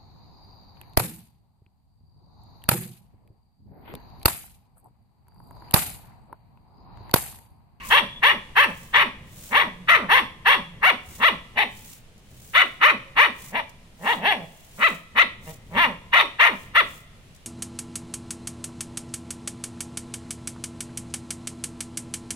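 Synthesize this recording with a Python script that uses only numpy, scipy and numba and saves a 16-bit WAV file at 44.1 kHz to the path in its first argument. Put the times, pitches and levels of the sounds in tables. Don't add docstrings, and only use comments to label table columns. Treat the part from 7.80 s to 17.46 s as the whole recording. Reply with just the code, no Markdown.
import sys
import numpy as np
from scipy import signal
from scipy.fft import rfft, irfft, next_fast_len
from scipy.io import wavfile
from scipy.ndimage import uniform_filter1d
from numba import njit

SR = 44100
rng = np.random.default_rng(int(sys.argv[2]) if len(sys.argv) > 2 else 0)


def transcribe(u):
    v = np.clip(np.atleast_2d(u).T, -1, 1)
    q = np.round(v * 32767).astype(np.int16)
    wavfile.write(sys.argv[1], SR, q)


N = 426006
TIME = np.arange(N) / SR

# start t/s, length t/s, attack t/s, start to crest t/s, rise t/s, fall t/s,
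# crest f/Hz, throat level/dB and muzzle level/dB (relative, before each part's trim), roughness/0-1 before and
# after the crest, jaw resonance f/Hz (open mouth), muzzle resonance f/Hz (at the crest), bared-teeth level/dB
BARKS = [ (0.093, 0.17, .018, 0.076, 0.058, 0.043, 587.6, -18.5, -14, 0.25, 0.75, 1076, 1890, 5.5),
         (.418, .171, .015, .068, 0.063, 0.054, 596, -20, -14.5, 0.28, 0.76, 1074, 1942, 3.5),
         (.751, 0.18, .014, 0.07, .063, 0.045, 587, -19, -14.5, 0.29, .8, 1100, 1834, 5),
         (1.128, 0.17, .014, 0.067, 0.061, 0.056, 596, -19, -14, 0.61, .78, 1130, 1961, 1),
         (1.693, 0.21, .03, 0.096, .05, .059, 604.5, -19.5, -16, .3, 0.77, 1076, 1929, 1),
         (2.071, 0.21, .016, 0.045, 0.034, 0.075, 700, -17.5, -13.5, .52, 0.65, 1267, 2035, 1),
         (2.281, 0.17, .016, 0.088, 0.071, 0.045, 547, -18.5, -15.5, 0.3, 0.77, 1067, 1900, 3.5),
         (2.648, .17, .014, 0.075, 0.069, 0.048, 585.4, -19, -14.5, 0.36, 0.8, 1084, 1899, 3),
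         (3.012, 0.15, .018, .067, 0.048, .042, 760, -19, -15.5, 0.4, 0.4, 1110, 1920, 2),
         (3.368, .2, .035, 0.095, 0.039, 0.043, 677.3, -20.5, -17.5, 0.13, 0.23, 1139, 1966, 2),
         (3.747, 0.14, .025, 0.06, 0.036, 0.045, 434.3, -24, -18.5, 0.38, 0.52, 934.6, 2043, 1),
         (4.734, 0.14, .02, .067, 0.07, 0.044, 751.7, -18.5, -14, 0.5, .7, 1245, 2024, 1),
         (5.002, 0.17, .014, 0.078, 0.06, .046, 632, -17, -14.5, 0.28, 0.8, 1236, 2068, -1.5),
         (5.354, .165, .016, 0.08, 0.06, 0.047, 613, -18.5, -14.5, .2, 0.83, 1135, 1980, 0.5),
         (5.699, 0.13, .03, 0.077, .032, .05, 337.6, -28, -26.5, 0.26, .35, 943.4, 1940, 1),
         (6.171, 0.26, .03, 0.14, 0.049, 0.042, 489, -23, -22.5, .3, 0.5, 998.5, 1950, 1.5),
         (6.391, 0.27, .02, .1, .047, .065, 428, -24, -21, .2, 0.38, 902, 1888, 4.5),
         (6.96, 0.2, .025, 0.093, 0.036, .041, 678.6, -22, -18.5, 0.14, .2, 1266, 2085, -3.5),
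         (7.342, 0.13, .016, 0.067, 0.035, 0.029, 709.7, -21, -14.5, 0.16, .45, 1170, 2055, -1.5),
         (7.636, 0.094, .04, 0.064, 0.034, 0.032, 158.1, -41, -50.5, .15, 0.3, 950, 2000, 5),
         (7.881, 0.27, .03, .13, 0.044, 0.069, 349.8, -21.5, -20, 0.24, 0.13, 1087, 1934, 1.5),
         (8.319, 0.15, .016, .059, 0.054, .062, 709.2, -17.5, -14, 0.55, .7, 1120, 2033, 0.5),
         (8.586, 0.18, .014, 0.06, 0.065, 0.058, 709.6, -18, -12.5, 0.59, 0.71, 1113, 1934, 0),
         (8.936, 0.11, .018, .051, 0.036, .038, 695.4, -20, -17, 0.22, .2, 1237, 1980, 3.5)]

OPEN_AT = -0.73
SHUT_AT, SHUT_OVER = 0.55, 0.56


def puppy(throat_db=3, mouth_db=2.5, fundamental_db=-20, growl_db=4, growl_hz=205, shut_share=0.46,
          yelp_db=-8, yelp_hz=640, pharynx_db=-9, teeth_db=-27, teeth_waver_db=2):
    # f/Hz (all scaled with each bark's muzzle), width of one pass f/Hz,
    # relative level/dB
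    muzzle_modes = [(1948, 480, 8.5), (2270, 680, 6), (2767, 215, 5.5), (3395, 478, 3.5), (4010, 1700, -16)]
    # f/Hz, level/dB
    teeth_air = [(3000, -27.5), (4400, 5.5), (5200, 6.5), (5750, 11.5), (6500, -23), (8500, 6), (10500, 11),
                 (14000, 12.5), (16000, -10)]
    rasp_loss_db = 6.5

    pitch, rough, jaw_hz, muzzle_hz, bright_db, shut = contour()
    folds, fundamental = larynx(pitch, rough)
    low_pitch = 1 / (1 + (pitch / growl_hz) ** 8)
    closed = np.maximum(shut_share * shut, low_pitch)
    yelp = 1 / (1 + (yelp_hz / pitch) ** 12)

    jaw = resonance(folds, jaw_hz * (1 - 0.19 * closed), 509)
    pharynx = undb(pharynx_db) * (0.24 + 3 * closed) * resonance(folds, 615.0, 230)
    fundamental_gain = undb(fundamental_db) + undb(growl_db) * closed + undb(yelp_db) * yelp
    throat = steady(jaw + pharynx, share=0.16) + fundamental_gain * fundamental
    throat = steady(throat, share=0.37)

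    mouth = 0
    for hz, width, db in muzzle_modes:
        waver_db = 2.5 * flutter(25)
        gain = undb(db + waver_db + bright_db * (hz > 2500))
        centre_hz = hz * muzzle_hz / muzzle_modes[0][0]
        mouth = mouth + gain * resonance(folds, centre_hz, width)
    mouth = steady(cut(mouth, 4415, "low", order=10), share=0.5)

    teeth_gain = undb(bright_db + teeth_waver_db * flutter(23))
    pulsed_air = rng.standard_normal(N) * (1 + .5 * fundamental)
    teeth = teeth_gain * steady(colour(pulsed_air, teeth_air))

    throat_levels, muzzle_levels = np.transpose(BARKS)[7:9]
    throat_gain = effort(throat_levels, swell_db=17, shut_db=11, fade_db=8.5, release_s=0.02)
    mouth_gain = effort(muzzle_levels, swell_db=27.5, shut_db=24.5, fade_db=15.5, release_s=0.035)
    bright_part = mouth_gain * (undb(mouth_db) * mouth + undb(teeth_db) * teeth)
    voice = undb(throat_db) * throat_gain * throat + bright_part
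    return voice * undb(-rasp_loss_db * rough)


def contour():
    slack_hz = 160.6
    taut_from = 0.41
    break_at, break_over = -.1, .25
    onset_rough, growl_rough = .4, .24
    muzzle_glide = 0.031
    controls = np.zeros((6, N))
    for k, bark in enumerate(BARKS):
        crest_hz, _, _, rough_before, rough_after, jaw_hz, muzzle_hz, bright_db = bark[6:]
        on = (TIME >= bark[0]) | (k == 0)
        u = place(bark)[on]
        bell = np.exp(-np.minimum(u * u, 20))
        broken = np.clip((u - break_at) / break_over + .5, 0, 1)
        strained = rough_before + (rough_after - rough_before) * broken
        slack = np.where(u < 0, onset_rough, growl_rough)
        rough = slack + (strained - slack) * np.minimum(bell / taut_from, 1)
        controls[0, on] = slack_hz + (crest_hz - slack_hz) * bell
        controls[1, on] = np.clip(rough, .02, .97)
        controls[2, on] = jaw_hz
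        controls[3, on] = muzzle_hz * (1 + muzzle_glide * np.clip(u, -1, 1))
        controls[4, on] = bright_db
        controls[5, on] = shutting(u)
    return controls


def place(bark):
    start, _, _, crest, rise, fall = bark[:6]
    since = TIME - start - crest
    return since / np.where(since < 0, rise, fall)


def shutting(u):
    return np.clip((u - SHUT_AT) / SHUT_OVER, 0, 1)


def larynx(pitch, rough, jitter=0.044, wobble=0.02018, half_db=-5, rasp_db=3, tilt=0.7, count=16):
    unsteady = jitter * cut(flutter(200), 37, "high", order=1) + wobble * flutter(48.2)
    phase = 2 * np.pi * np.cumsum(pitch * (1 + rough * unsteady)) / SR
    tone = sum(np.sin(k * phase) / k ** tilt for k in range(1, count + 1))
    alternation = np.sin(phase / 2) + flutter(210)
    tone = unit(tone) * (1 + undb(half_db) * rough * alternation)
    leak = rough ** 2 + .2 / (1 + (pitch / 300) ** 4)
    air_noise = unit(cut(rng.standard_normal(N), 3200, "low", order=2))
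    rasp = air_noise * (1 + 0.91 * np.cos(phase))
    return np.sqrt(1 - rough ** 2) * tone + undb(rasp_db) * leak * rasp, np.sin(phase)


def effort(levels, swell_db, shut_db, fade_db, release_s):
    attack_db = 23
    gain = np.zeros(N)
    for bark, db in zip(BARKS, levels):
        start, length, attack_s = bark[:3]
        on = (TIME > start) & (TIME < start + length)
        age, u = TIME[on] - start, place(bark)[on]
        attack = attack_db * np.maximum(1 - age / attack_s, 0)
        swell = swell_db * np.maximum(OPEN_AT - u, 0)
        growl_span = max(u[-1] - SHUT_AT, .5)
        fade = fade_db * np.clip((u - SHUT_AT) / growl_span, 0, 1)
        release = np.minimum((length - age) / release_s, 1)
        gain[on] += undb(db - attack - swell - shut_db * shutting(u) - fade) * release
    return gain


def ports(x):
    # f/Hz, level/dB
    port_balance = [(200, -3), (400, -4.5), (800, 2.5), (1100, -1), (1310, -3), (1780, 1.5), (2000, 10),
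                    (2250, 12.5), (2500, -2.5), (2850, -8), (3200, 7.5), (4400, -8), (15000, -3.5)]
    # f/Hz, phase/rad
    port_phase = [(20, 0), (780, -.4), (1190, -1.8), (1400, -.8), (1850, -.8), (2450, -5), (2930, -6.3),
                  (3300, -9.7), (3800, -12.5), (4400, -13.2), (5600, -18.4), (15500, -33)]
    size = next_fast_len(N)
    hz = np.fft.rfftfreq(size, 1 / SR)
    half = undb(along(port_balance, hz) / 2)
    lead = np.exp(1j * np.interp(hz, *np.transpose(port_phase)))
    return irfft(rfft(x, size) * np.array([half * lead, 1 / half]), size)[:, :N]


def yard(x, near_db=-8.0, near_t60=0.24, far_db=-22.5, far_t60=0.98, first_s=0.00073):
    # f/Hz, level/dB
    wall_colour = [(150, 6.5), (500, 4), (1100, -2.5), (1500, -4), (2500, 0.5),
                   (4000, 2.5), (7000, 14), (14000, -6.5)]
    t = np.arange(SR) / SR
    arrive = np.clip((t - first_s) / .004, 0, 1)
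    slaps = rng.standard_normal((2, SR)) * (rng.random((2, SR)) < .02 + t)
    slaps = slaps * arrive * undb(-60 * t / near_t60)
    wash = rng.standard_normal((2, SR)) * (1 - np.exp(-t / 0.0022)) * undb(-60 * t / far_t60)
    response = (undb(near_db) * unit(slaps) + undb(far_db) * unit(wash)) / np.sqrt(SR)
    low_difference = cut(response[0] - response[1], 540, "low", order=1)
    response = response + low_difference * np.array([[0], [1]])
    return signal.fftconvolve(x[None], colour(response, wall_colour), axes=1)[:, :N]


def ringing():
    # middle t/s, length t/s, f/Hz, width of one pass f/Hz, peak level/dB
    rings = [(0.015, 0.15, 2270, 1100, -42.5), (0.025, 0.22, 1070, 170, -44), (0.355, 0.14, 3420, 89, -45),
             (2.016, 0.35, 175, 13, -48), (2.88, .3, 168.6, 19.9, -48.5), (5.277, 0.26, 537.8, 33, -56.5),
             (6.8, 0.41, 655, 48.5, -63), (9.206, .2, 639.8, 71, -68.5)]
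    noise = rng.standard_normal(N)
    total = 0
    for middle, length, hz, width, db in rings:
        swell = np.exp(-(2 * (TIME - middle) / length) ** 2)
        total = total + undb(db) * swell * unit(resonance(noise, hz, width))
    return total


def paws(grain_db=2, tick_t60=0.046):
    # middle t/s, length t/s, level/dB (at the middle, before the grain)
    scuffs = [(0.092, 0.096, -37), (1.015, 0.24, -48.5), (1.654, .24, -42), (3.357, .18, -43.5),
              (3.97, 0.13, -49), (4.1, 0.15, -43), (4.714, 0.36, -48.5), (5.646, 0.15, -42.5),
              (6.3, .16, -42), (6.791, 0.48, -55.5), (7.067, 0.21, -43.5), (7.701, 0.12, -44.5),
              (8.004, 0.24, -54), (8.801, 0.15, -50.5), (9.131, 0.17, -48.5)]
    # f/Hz, level/dB
    scuff_colour = [(1760, -21), (3000, -18), (3820, -17), (4790, -18.5), (6990, -12.5), (7690, -12.5),
                    (13100, -18), (15500, -12.5)]
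    # t/s, level/dB
    ticks = [(4.379, -54), (4.392, -61), (5.894, -46), (9.446, -70), (9.548, -50), (9.562, -51)]
    slide = sum(undb(db) * np.exp(-(2 * (TIME - s) / length) ** 2) for s, length, db in scuffs)
    grit = unit(colour(rng.standard_normal((2, N)), scuff_colour)) * undb(grain_db * flutter(70))
    taps = 0
    for s, db in ticks:
        decay_db = 60 * np.clip((TIME - s) / tick_t60, 0, 2)
        taps = taps + undb(db - decay_db) * (TIME >= s)
    tick_colour = [(400, -20), (2000, -1), (6000, 8), (15000, 0.0)]  # f/Hz, level/dB
    click = unit(colour(rng.standard_normal((2, N)), tick_colour))
    return slide * grit + taps * click


def outdoors(rumble_db=3, hiss_db=-59, split_hz=450, side_db=-15, wind_db=-61, wind_hz=35, gust_db=1.0):
    # f/Hz, level/dB
    air = [(20, -5.5), (45, -8.5), (130, -7.5), (200, -11), (300, -21), (600, -19), (1400, -22.5),
           (3000, -20), (5000, -27), (10000, -29.5), (15500, -41)]
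    # t/s, level/dB (before the rumble_db trim)
    rumble_levels = [(0.0, -50), (3.42, -51), (4.06, -53.5), (7.45, -54.5), (7.96, -47.5), (8.53, -55),
                     (9.04, -49.5), (9.66, -57)]
    low = cut(colour(rng.standard_normal((2, N)), air), split_hz, "low", order=2)
    rumble = unit(low[0] + undb(side_db) * low[1] * np.array([[1], [-1]]))
    swell_db = np.interp(TIME, *np.transpose(rumble_levels)) + rumble_db + 1.38 * flutter(6)
    hiss = unit(cut(colour(rng.standard_normal((2, N)), air), split_hz, "high", order=2))
    wind = cut(rng.standard_normal((2, N)), wind_hz, "low", order=3)
    wind = unit(cut(wind, 17, "high", order=2))
    hiss_gain = undb(hiss_db + flutter(2.4))
    wind_gain = undb(wind_db + gust_db * flutter(3))
    return rumble * undb(swell_db) + hiss * hiss_gain + wind * wind_gain


def undb(db):
    return 10 ** (np.asarray(db) / 20)


def unit(x):
    return x / np.sqrt(np.mean(x ** 2))


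def steady(x, share=1):
    power = uniform_filter1d(uniform_filter1d(x * x, size=400), size=400)
    power = np.abs(power) + 1e-12
    slow = np.abs(uniform_filter1d(power, size=3000)) + 1e-12
    return x / np.sqrt(power ** share * slow ** (1 - share))


def along(points, hz):
    f, value = np.transpose(points)
    return np.interp(np.log(hz + 1e-3), np.log(f), value)


def colour(x, points):
    size = next_fast_len(x.shape[-1])
    gain = undb(along(points, np.fft.rfftfreq(size, 1 / SR)))
    return irfft(rfft(x, size) * gain, size)[..., :x.shape[-1]]


def cut(x, hz, kind, order):
    return signal.sosfilt(signal.butter(order, min(hz, .45 * SR), kind, fs=SR, output="sos"), x)


def flutter(hz):
    return unit(cut(rng.standard_normal(N), hz, "low", order=2))


@njit
def svf(x, hz, width):
    y = np.empty(len(x))
    band, low = 0., 0.
    for i in range(len(x)):
        g = np.tan(np.pi * hz[i] / SR)
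        damping = width / hz[i]
        v = (band + g * (x[i] - low)) / (1 + g * (g + damping))
        band = 2 * v - band
        low = low + 2 * g * v
        y[i] = damping * v
    return y


def resonance(x, hz, width):
    centre = hz * np.ones(N)
    once = svf(x, centre, float(width))
    return svf(once, centre, float(width))


def scene():
    voice = puppy()
    return ports(voice + ringing()) + yard(voice) + paws() + outdoors()


def record(dry):
    top_hz = 15800
    rounded = np.tanh(.9 * dry) / .9
    return signal.sosfilt(signal.ellip(10, .2, 80, top_hz, fs=SR, output="sos"), rounded)


dry = scene()
out = record(dry)
transcribe(out)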